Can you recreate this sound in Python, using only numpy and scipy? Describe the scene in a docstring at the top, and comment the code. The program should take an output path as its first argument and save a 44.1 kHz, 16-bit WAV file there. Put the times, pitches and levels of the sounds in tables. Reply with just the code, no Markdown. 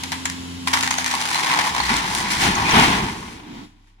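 """An old wooden shed is towed over by a car, heard out in the yard on a spaced microphone pair.
Posts snap one by one and nails squeak, then the frame splinters without pause while the engine bogs
down under the load. Boards knock together, timbers thud, the roof crashes to the ground and debris
settles; the car scrubs to a stop and idles. The cracks and squeaks echo briefly around the yard."""
import sys
import numpy as np
from scipy import signal
from scipy.fft import rfft, irfft
from scipy.io import wavfile
from scipy.ndimage import uniform_filter1d

SR = 44100
rng = np.random.default_rng(int(sys.argv[2]) if len(sys.argv) > 2 else 0)


def to_wav(sig):
    """Store sig (one row per channel, or 1-D mono) as 16-bit WAV at the path in sys.argv[1].

    Samples outside -1..1 are clipped; the rate is SR.
    """
    pcm = np.clip(np.atleast_2d(sig), -1, 1) * 32767
    pcm = np.round(pcm).astype(np.int16)
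    wavfile.write(sys.argv[1], SR, pcm.T)  # frames by channels


N = 176400
T = np.arange(N) / SR


def amp(db):
    """Decibels to gain."""
    return 10 ** (np.asarray(db) / 20)


def curve(rows, column=1):
    """One column of a time table, at every sample."""
    rows = np.array(rows)
    return np.interp(T, rows[:, 0], rows[:, column])


def at_hz(points, hz):
    """A table read along log frequency."""
    f, value = np.transpose(points)
    return np.interp(np.log(hz + 1), np.log(f + 1), value)


def add(mix, start_s, sound):
    """Mixes a sound in at its start time."""
    part = mix[max(round(start_s * SR), 0):][:len(sound)]
    part += sound[:len(part)]


def drift(points):
    """Random wander through values spread evenly over the scene."""
    return np.interp(T, np.linspace(0, T[-1], points), rng.standard_normal(points))


def excite(force, spectrum, size=4096):
    """Random force rings a body (a causal filter of unit energy); one version for each microphone."""
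    log_gain = np.log(amp(at_hz(spectrum, abs(np.fft.fftfreq(size, 1 / SR)))))
    taps = np.fft.ifft(np.exp(np.conj(signal.hilbert(log_gain)))).real[:size // 2]
    drive = force * rng.standard_normal((2, N))
    return signal.oaconvolve(drive, taps[None] / np.linalg.norm(taps), axes=1)[:, :N]


def resound(force, spectrum, size=220):
    """A hollow body rings as strongly as it is driven, its pitch wandering within the resonance."""
    ring = excite(1, spectrum)
    ring_rms = np.sqrt(abs(uniform_filter1d(ring ** 2, size, axis=1)) + 1e-9)
    return uniform_filter1d(force, size // 6) * ring / ring_rms


def blows(rows):
    """Joint envelope of blows, each with a straight rise and an exponential decay."""
    power = np.zeros(N)
    for start_s, level_db, rise_s, decay_s in rows:
        t = np.arange(0, rise_s + 9 * decay_s, 1 / SR)
        envelope = np.minimum(t / rise_s, 1) * np.exp(-np.maximum(t - rise_s, 0) / decay_s)
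        add(power, start_s, (amp(level_db) * envelope) ** 2)
    return np.sqrt(power)


def bursts(hits, decay_s, size=8000):
    """Envelope of decaying hits, its mean power evened out over size samples."""
    power = signal.lfilter([1], [1, -np.exp(-2 / (decay_s * SR))], hits ** 2 + 1e-9)
    return np.sqrt(power / (abs(uniform_filter1d(power, size)) + 1e-9))


def grains(per_s, spread_db):
    """Randomly timed hits of unequal strength."""
    return (rng.random(N) < per_s / SR) * amp(spread_db * np.minimum(rng.exponential(1, N), 3))


def slips(per_s, spread_db, jitter):
    """Stick-slip: nearly regular jerks of similar strength."""
    pace = np.exp(jitter * drift(800))
    jerks = np.diff(np.floor(np.cumsum(per_s * pace) / SR), prepend=0)
    return jerks * amp(spread_db * rng.standard_normal(N))


def engine():
    """Exhaust tones follow the engine speed and waver with uneven firing; one drones under load."""
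    # engine speed: time_s, firing_hz
    speed = [(0, 87), (.3, 87.4), (.8, 87.14), (1.08, 85.2), (1.47, 76), (1.7, 69), (1.86, 61), (2.0, 51.2),
             (2.2, 45.6), (2.6, 37.9), (3.5, 34.7), (4, 32.6)]
    # exhaust loudness: time_s, firing_tone_db, overtones_db
    exhaust = [(0, -43.5, -41), (.3, -42, -38.5), (.8, -42.5, -36.5), (1.1, -48, -41.5), (1.55, -67, -55),
               (1.72, -49, -46), (1.86, -34.5, -52.5), (2.02, -47, -62), (2.2, -46, -54), (3.5, -56, -60.5),
               (4, -52.5, -65.5)]
    # exhaust overtones: multiple_of_firing_rate, relative_db
    partials = [(2, -5.5), (2.254, -19), (2.5, -22), (3, 1.5), (3.499, -20), (4.5, -22.5)]
    # fourth harmonic as the engine labours: time_s, level_db
    drone_level = [(.95, -83), (1.15, -54), (1.55, -41.5), (1.7, -48), (1.9, -90)]

    def tone(phase, waver):
        return np.sqrt(2) * (1 + waver * drift(60)) * np.sin(phase + 2 * np.pi * rng.random())

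    left_lag_s = .00071  # the overtones reach the left microphone later
    phase = 2 * np.pi * np.cumsum(curve(speed)) / SR
    pair_phase = np.array([np.interp(T - left_lag_s, T, phase), phase])
    overtones = sum(amp(db) * tone(k * pair_phase, waver=.04) for k, db in partials)
    drone = amp(curve(drone_level)) * tone(4 * phase, waver=.29)
    firing = amp(curve(exhaust)) * tone(phase, waver=.04)
    return firing + amp(curve(exhaust, column=2)) * overtones + drone


def engine_bay():
    """A broad whirr from the engine bay, loudest during the pull."""
    # colour of the whirr: frequency_hz, density_db
    spectrum = [(25, -11.5), (60, -11), (110, -9), (150, 5), (290, -1), (350, -8.5), (450, 0.5), (650, -6),
                (950, 3.5), (1500, 0), (2300, -1), (2700, 4), (3000, 3.5), (3800, 1), (4700, -1.5),
                (6400, -5), (7000, -3), (7600, -7), (11000, -12), (15500, -31)]
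    # loudness of the whirr: time_s, level_db
    level = [(0, -34.5), (.6, -39), (1.5, -30.5), (3.3, -58), (3.65, -52), (3.75, -68.5), (3.9, -64),
             (4, -81)]
    return excite(amp(curve(level)), spectrum)


def breaking_wood():
    """Single cracks over ever denser splintering; each tears wood, knocks boards and snaps fibres."""
    # single cracks: start_s, tear_db, knock_db, snap_db, decay_s
    cracks = [(.0349, -23, -31, -22.5, 0.0068), (.119, -24.5, -20.5, -16.5, 0.0025),
              (0.1234, -22, -27.5, -28, 0.015), (0.2546, -20, -30, -21.5, 0.01),
              (0.2984, -23.5, -29, -19, 0.003), (0.6732, -13, -18, -18.5, 0.005),
              (0.6806, -19, -24, -18.5, 0.0055), (0.731, -14.5, -19.5, -22, 0.0058),
              (0.735, -11, -21, -14.5, .0055), (0.7396, -16.5, -14.5, -21.5, 0.011),
              (0.772, -16, -21, -22, .005), (0.8078, -19, -20.5, -19, 0.0045),
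              (0.8328, -16, -20.5, -21.5, 0.0044), (0.8753, -16, -20.5, -19, .0028),
              (0.9062, -20.5, -31, -16, 0.00071), (0.909, -12, -16.5, -24, 0.0039),
              (.94, -18, -23, -22, 0.001), (0.9836, -15, -17.5, -21.5, 0.0035),
              (1.0083, -24, -30.5, -20.5, 0.001), (1.0437, -18, -26, -15.5, .0017),
              (1.061, -17, -22.5, -16.5, 0.0046), (1.078, -17.5, -26.5, -19, 0.0017),
              (1.112, -21, -24.5, -23, 0.0056), (1.1384, -19, -14.5, -20.5, 0.0056),
              (1.151, -18, -26.5, -19.5, 0.0033), (1.2139, -19.5, -24.5, -19, 0.0037),
              (1.2531, -19, -22.5, -22.5, 0.0037), (1.287, -21, -28.5, -25, 0.0034),
              (1.3128, -17.5, -20.5, -21, 0.002), (1.3445, -18, -20, -17.5, 0.0028),
              (1.355, -22, -16.5, -22, 0.006), (1.4451, -17, -18, -21, .0021),
              (1.468, -17, -19, -30, 0.0022), (1.5888, -15, -16.5, -24, .007),
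              (1.6681, -24, -17, -21, 0.0054), (1.748, -20, -17, -21.5, 0.0035),
              (1.763, -20.5, -18, -23, 0.0058), (1.7804, -17, -18, -29, 0.0066),
              (1.801, -22, -16, -28, 0.006), (1.8348, -22, -19, -25, 0.0035), (1.8917, -19, -20, -33, 0.02),
              (1.9396, -13.5, -14.5, -23, 0.0016), (1.9671, -25, -27, -13, 0.002),
              (2.149, -20.5, -27.5, -13.5, 0.0034), (2.203, -23, -27.5, -21.5, 0.0036),
              (2.696, -15, -18, -27.5, 0.0034), (2.753, -16, -13.5, -31.5, 0.0073),
              (2.798, -15.5, -15, -16.5, 0.0023), (3.084, -27, -28.5, -45, 0.0088),
              (3.227, -47, -28, -52, .008), (3.872, -58.5, -72, -65, .016)]
    # the frame splintering: time_s, level_db, fibres_relative_db
    splinter = [(.66, -51, 6), (.69, -32.5, -0.5), (.85, -28, -3.5), (1.05, -30.5, -5), (1.3, -29, -1.5),
                (1.55, -22.5, -9.5), (1.66, -26, -4.5), (1.73, -32, -7.5), (1.86, -27.5, -6),
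                (1.93, -21.5, -9), (2.03, -28.5, -8), (2.19, -29, 1), (2.27, -28, -11), (2.32, -23, -2),
                (2.38, -26, -6), (2.44, -21.5, 0.5), (2.53, -27, -9), (2.68, -24.5, -9.5),
                (2.81, -19.5, -6), (2.95, -25, -9.5), (3.15, -39.5, -4), (3.35, -44.5, -4.5),
                (3.6, -71, -17)]
    # boards creaking against each other as the walls fold: time_s, level_db
    clatter = [(.66, -44), (.75, -33), (1.0, -36.5), (1.3, -31.5), (1.55, -22.5), (1.68, -26.5),
               (1.73, -32), (1.79, -33), (1.93, -28), (2.03, -29.5), (2.3, -29.5), (2.45, -34),
               (2.6, -24.5), (3.0, -27.5), (3.2, -44), (3.45, -52.5), (3.65, -77)]
    # colours of tearing wood, hollow boards and snapping fibres: frequency_hz, density_db
    tearing = [(100, -27.5), (270, -10), (520, -15), (800, -10), (1400, 0.5), (1900, 3), (2400, 2),
               (2800, -1.5), (4100, -4), (5300, -7), (7000, -15.5), (10000, -21.5), (15500, -41.5)]
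    boards = [(200, -32.5), (580, -21), (720, -12.5), (870, 1.5), (1000, 4), (1130, -1), (1350, -22.5),
              (2000, -19), (6000, -44.5)]
    fibres = [(1000, -18), (3000, -0.5), (4200, 1), (5400, 1.5), (6600, 0.5), (7800, -1.5), (10300, -5.5),
              (12000, -10.5), (15500, -21)]
    rise_s, doubling_s = .00059, .55
    giving_way = T > splinter[0][0]
    splinters_per_s = 260 * 2 ** ((T - 1) / doubling_s)  # ever more wood breaks at once
    breaks = bursts(grains(splinters_per_s, spread_db=2.5), decay_s=.0039)
    breaks *= amp(curve(splinter)) * giving_way
    fine_breaks = breaks * amp(curve(splinter, column=2))
    creaks = bursts(slips(per_s=130, spread_db=1.5, jitter=.35), decay_s=.0042)
    creaks *= amp(curve(clatter)) * giving_way
    tear = blows((start, db, rise_s, decay) for start, db, _, _, decay in cracks)
    knock = blows((start, db, rise_s, decay) for start, _, db, _, decay in cracks)
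    snap = blows((start, db, rise_s, .68 * decay) for start, _, _, db, decay in cracks)
    return (excite(np.hypot(tear, breaks), tearing)
            + resound(np.hypot(knock, creaks), boards)
            + excite(np.hypot(snap, fine_breaks), fibres))


def nails():
    """Nails pull out of the wood in short rasping squeaks of unsteady pitch."""
    # nail squeaks: start_s, pitch_hz, level_db, length_s
    squeaks = [(0.253, 7080, -18.5, .009), (.833, 6640, -17.5, .006), (0.9087, 6670, -16.5, 0.0083),
               (0.982, 6500, -16, .005), (1.344, 4000, -21, 0.0059), (1.357, 4070, -19, 0.012),
               (1.801, 4256, -17, .011), (1.854, 4260, -20, .007), (2.301, 2315, -27, 0.037),
               (2.552, 6450, -19, .008), (2.647, 2430, -22, 0.079), (2.709, 5840, -17, 0.0084)]
    slips_per_s, pitch_waver = 2200, .05
    pair = np.zeros((2, N))
    for start_s, pitch_hz, level_db, length_s in squeaks:
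        t = np.arange(0, length_s, 1 / SR)
        envelope = amp(level_db) * np.sin(np.pi * np.sqrt(t / length_s))
        for channel in pair:
            wander = np.interp(t * slips_per_s, np.arange(300), rng.standard_normal(300))
            cycles = np.cumsum(pitch_hz * (1 + pitch_waver * wander)) / SR
            add(channel, start_s, envelope * np.sin(2 * np.pi * (cycles + rng.random())))
    return pair


def collapse():
    """The frame rumbles, timbers thud on the grass, the roof crashes down and debris thins to taps."""
    # heavy timbers shifting and landing: start_s, level_db, decay_s
    timber_hits = [(.55, -40, .025), (1.894, -25, 0.056), (2.401, -25.5, 0.16), (2.458, -23.5, 0.051),
                   (2.54, -43, 0.028), (2.725, -17, 0.047), (2.762, -13.5, .045), (2.865, -20.5, 0.055),
                   (2.951, -27.5, 0.13), (3.02, -22.5, 0.028), (3.281, -37, 0.09)]
    # rumble of the shifting frame: time_s, level_db
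    rumble = [(.66, -43), (.75, -38.5), (1.05, -47), (1.3, -44.5), (1.6, -37.5), (1.8, -40.5), (2.1, -34.5),
              (2.35, -33), (2.6, -28.5), (2.85, -27), (3.1, -34.5), (3.3, -39), (3.45, -45), (3.75, -67.5)]
    # roof striking the ground: start_s, level_db, rise_s, decay_s
    crashes = [(2.39, -17, 0.058, 0.064), (2.665, -12.5, 0.12, 0.078), (2.82, -16.5, 0.033, 0.089)]
    # debris settling: time_s, level_db
    settling = [(2.8, -40), (3.0, -32), (3.1, -37), (3.17, -46.5), (3.3, -44.5), (3.45, -49), (3.62, -56),
                (3.72, -69)]
    # colours of the racking frame, heavy timber and roof sheets: frequency_hz, density_db
    frame = [(30, -20.5), (70, 0), (120, -3), (190, 2.5), (290, -0.5), (400, -5.5), (560, -15),
             (900, -28.5), (3000, -56.5)]
    timber = [(20, -12), (45, -3), (70, 0.5), (120, -2), (180, 0), (260, 2.5), (340, -4.5), (440, -3.5),
              (560, -25), (900, -23.5), (3000, -63.5)]
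    sheets = [(150, -18.5), (400, -15), (540, -9), (750, 2), (950, 5.5), (1300, -1), (1900, -1.5),
              (2400, -0.5), (3000, -0.5), (3800, -7.5), (5000, -19.5), (7000, -25.5), (10000, -23.5),
              (15500, -32.5)]
    thud_rise_s, halving_s = .011, .05
    thuds = blows((start, db, thud_rise_s, decay) for start, db, decay in timber_hits)
    roof = np.hypot(blows(crashes), amp(curve(settling)) * (T > settling[0][0]))
    since_last_crash_s = np.maximum(T - crashes[-1][0], 0)
    pieces_per_s = 90 + 1700 * .5 ** (since_last_crash_s / halving_s)
    debris = bursts(grains(pieces_per_s, spread_db=3.5), decay_s=.01, size=4000)
    return excite(amp(curve(rumble)), frame) + excite(thuds, timber) + excite(roof * debris, sheets)


def tyres():
    """Tyres scrub over the ground as the car brakes to a halt."""
    # loudness of the scrub: time_s, level_db
    braking = [(3.38, -60), (3.48, -39), (3.57, -35.5), (3.645, -40), (3.69, -53), (3.78, -58), (3.9, -70)]
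    # colour of the scrub: frequency_hz, density_db
    spectrum = [(60, -13.5), (180, -3), (290, 4), (400, -13), (580, -20), (900, -12), (1400, -18),
                (2200, -18), (3600, -20.5), (6000, -28.5), (10000, -42), (15500, -46)]
    return excite(amp(curve(braking)) * (T > braking[0][0]), spectrum)


def yard(sound):
    """Scattered echoes from fence, trees and houses, the treble dying first."""
    # decay time of the yard: frequency_hz, t60_s
    decay = [(100, 0.39), (1000, 0.46), (4000, 0.36), (12000, 0.25)]
    echoes_per_s, fence_delay_s = 3000, .006
    taps = rng.standard_normal((2, SR)) * (rng.random((2, SR)) < echoes_per_s / SR)
    hz, t, bands = signal.stft(taps * (T[:SR] > fence_delay_s), SR, nperseg=256)
    tail = signal.istft(bands * amp(-60 * t / at_hz(decay, hz)[:, None]), SR, nperseg=256)[1]
    tail /= np.linalg.norm(tail, axis=1, keepdims=True)
    return signal.fftconvolve(sound, tail, axes=1)[:, :N]


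def microphones(sound, lead):
    """A spaced pair: alike in the bass, with a phase lead that depends on where the source stands."""
    # likeness of the two channels: frequency_hz, coherence
    likeness = [(60, .985), (150, .975), (270, .93), (350, .82), (450, .5), (800, .8), (1150, .78),
                (1400, .3), (2000, .66), (3000, .35), (8000, .25)]
    # balance of the pair: frequency_hz, left_minus_right_db
    balance = [(200, 0), (450, -3.5), (700, 9.5), (1100, -3.5), (1450, 5.5), (1800, 5.5), (2400, 0),
               (4300, 1.5), (6000, -2.5), (8100, 0), (15000, 5.5)]
    hz = np.fft.rfftfreq(N, 1 / SR)
    left, unrelated = rfft(sound)
    coherence = np.clip(at_hz(likeness, hz), 0, 1)
    tilt = amp(at_hz(balance, hz) / 2)
    right = coherence * left + np.sqrt(1 - coherence ** 2) * unrelated
    right *= np.exp(-1j * at_hz(lead, hz))
    return irfft(np.array([left * tilt, right / tilt]), N)


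def scene():
    """The shed and the car, each from its own place in the yard."""
    # phase across the pair, from the shed and from the car: frequency_hz, left_lead_rad
    shed_lead = [(150, 0), (260, -.1), (360, -.3), (560, -3), (780, -5.9), (950, -5.4), (1250, -3.6),
                 (1750, -2.4), (2200, 1), (2700, 3), (3450, 6.2), (4400, 8), (5600, 12.2), (8000, 16.6),
                 (12000, 22)]
    car_lead = [(100, 0), (300, -.7), (600, -2.8), (850, -5.7), (1050, -5.2), (1250, -3.2), (1800, -2.8),
                (2150, .3), (2700, 3), (3100, 5.7), (3700, 6.1), (4500, 3.5), (6000, 2.8), (7000, 6.3),
                (12000, 14)]
    wood, squeaks = breaking_wood(), nails()
    echo = amp(-7) * yard(wood + squeaks)
    shed = microphones(wood + echo + collapse(), shed_lead) + squeaks
    car = microphones(engine_bay() + tyres(), car_lead) + engine()
    return shed + car


def record(dry):
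    """The recorder clips at full scale and cuts the top of the treble."""
    edge_hz = 16000
    lowpass = signal.firwin(511, edge_hz, window=("kaiser", 9), fs=SR)
    return signal.oaconvolve(np.clip(dry, -1, 1), lowpass[None], "same")


dry = scene()
out = record(dry)
to_wav(out)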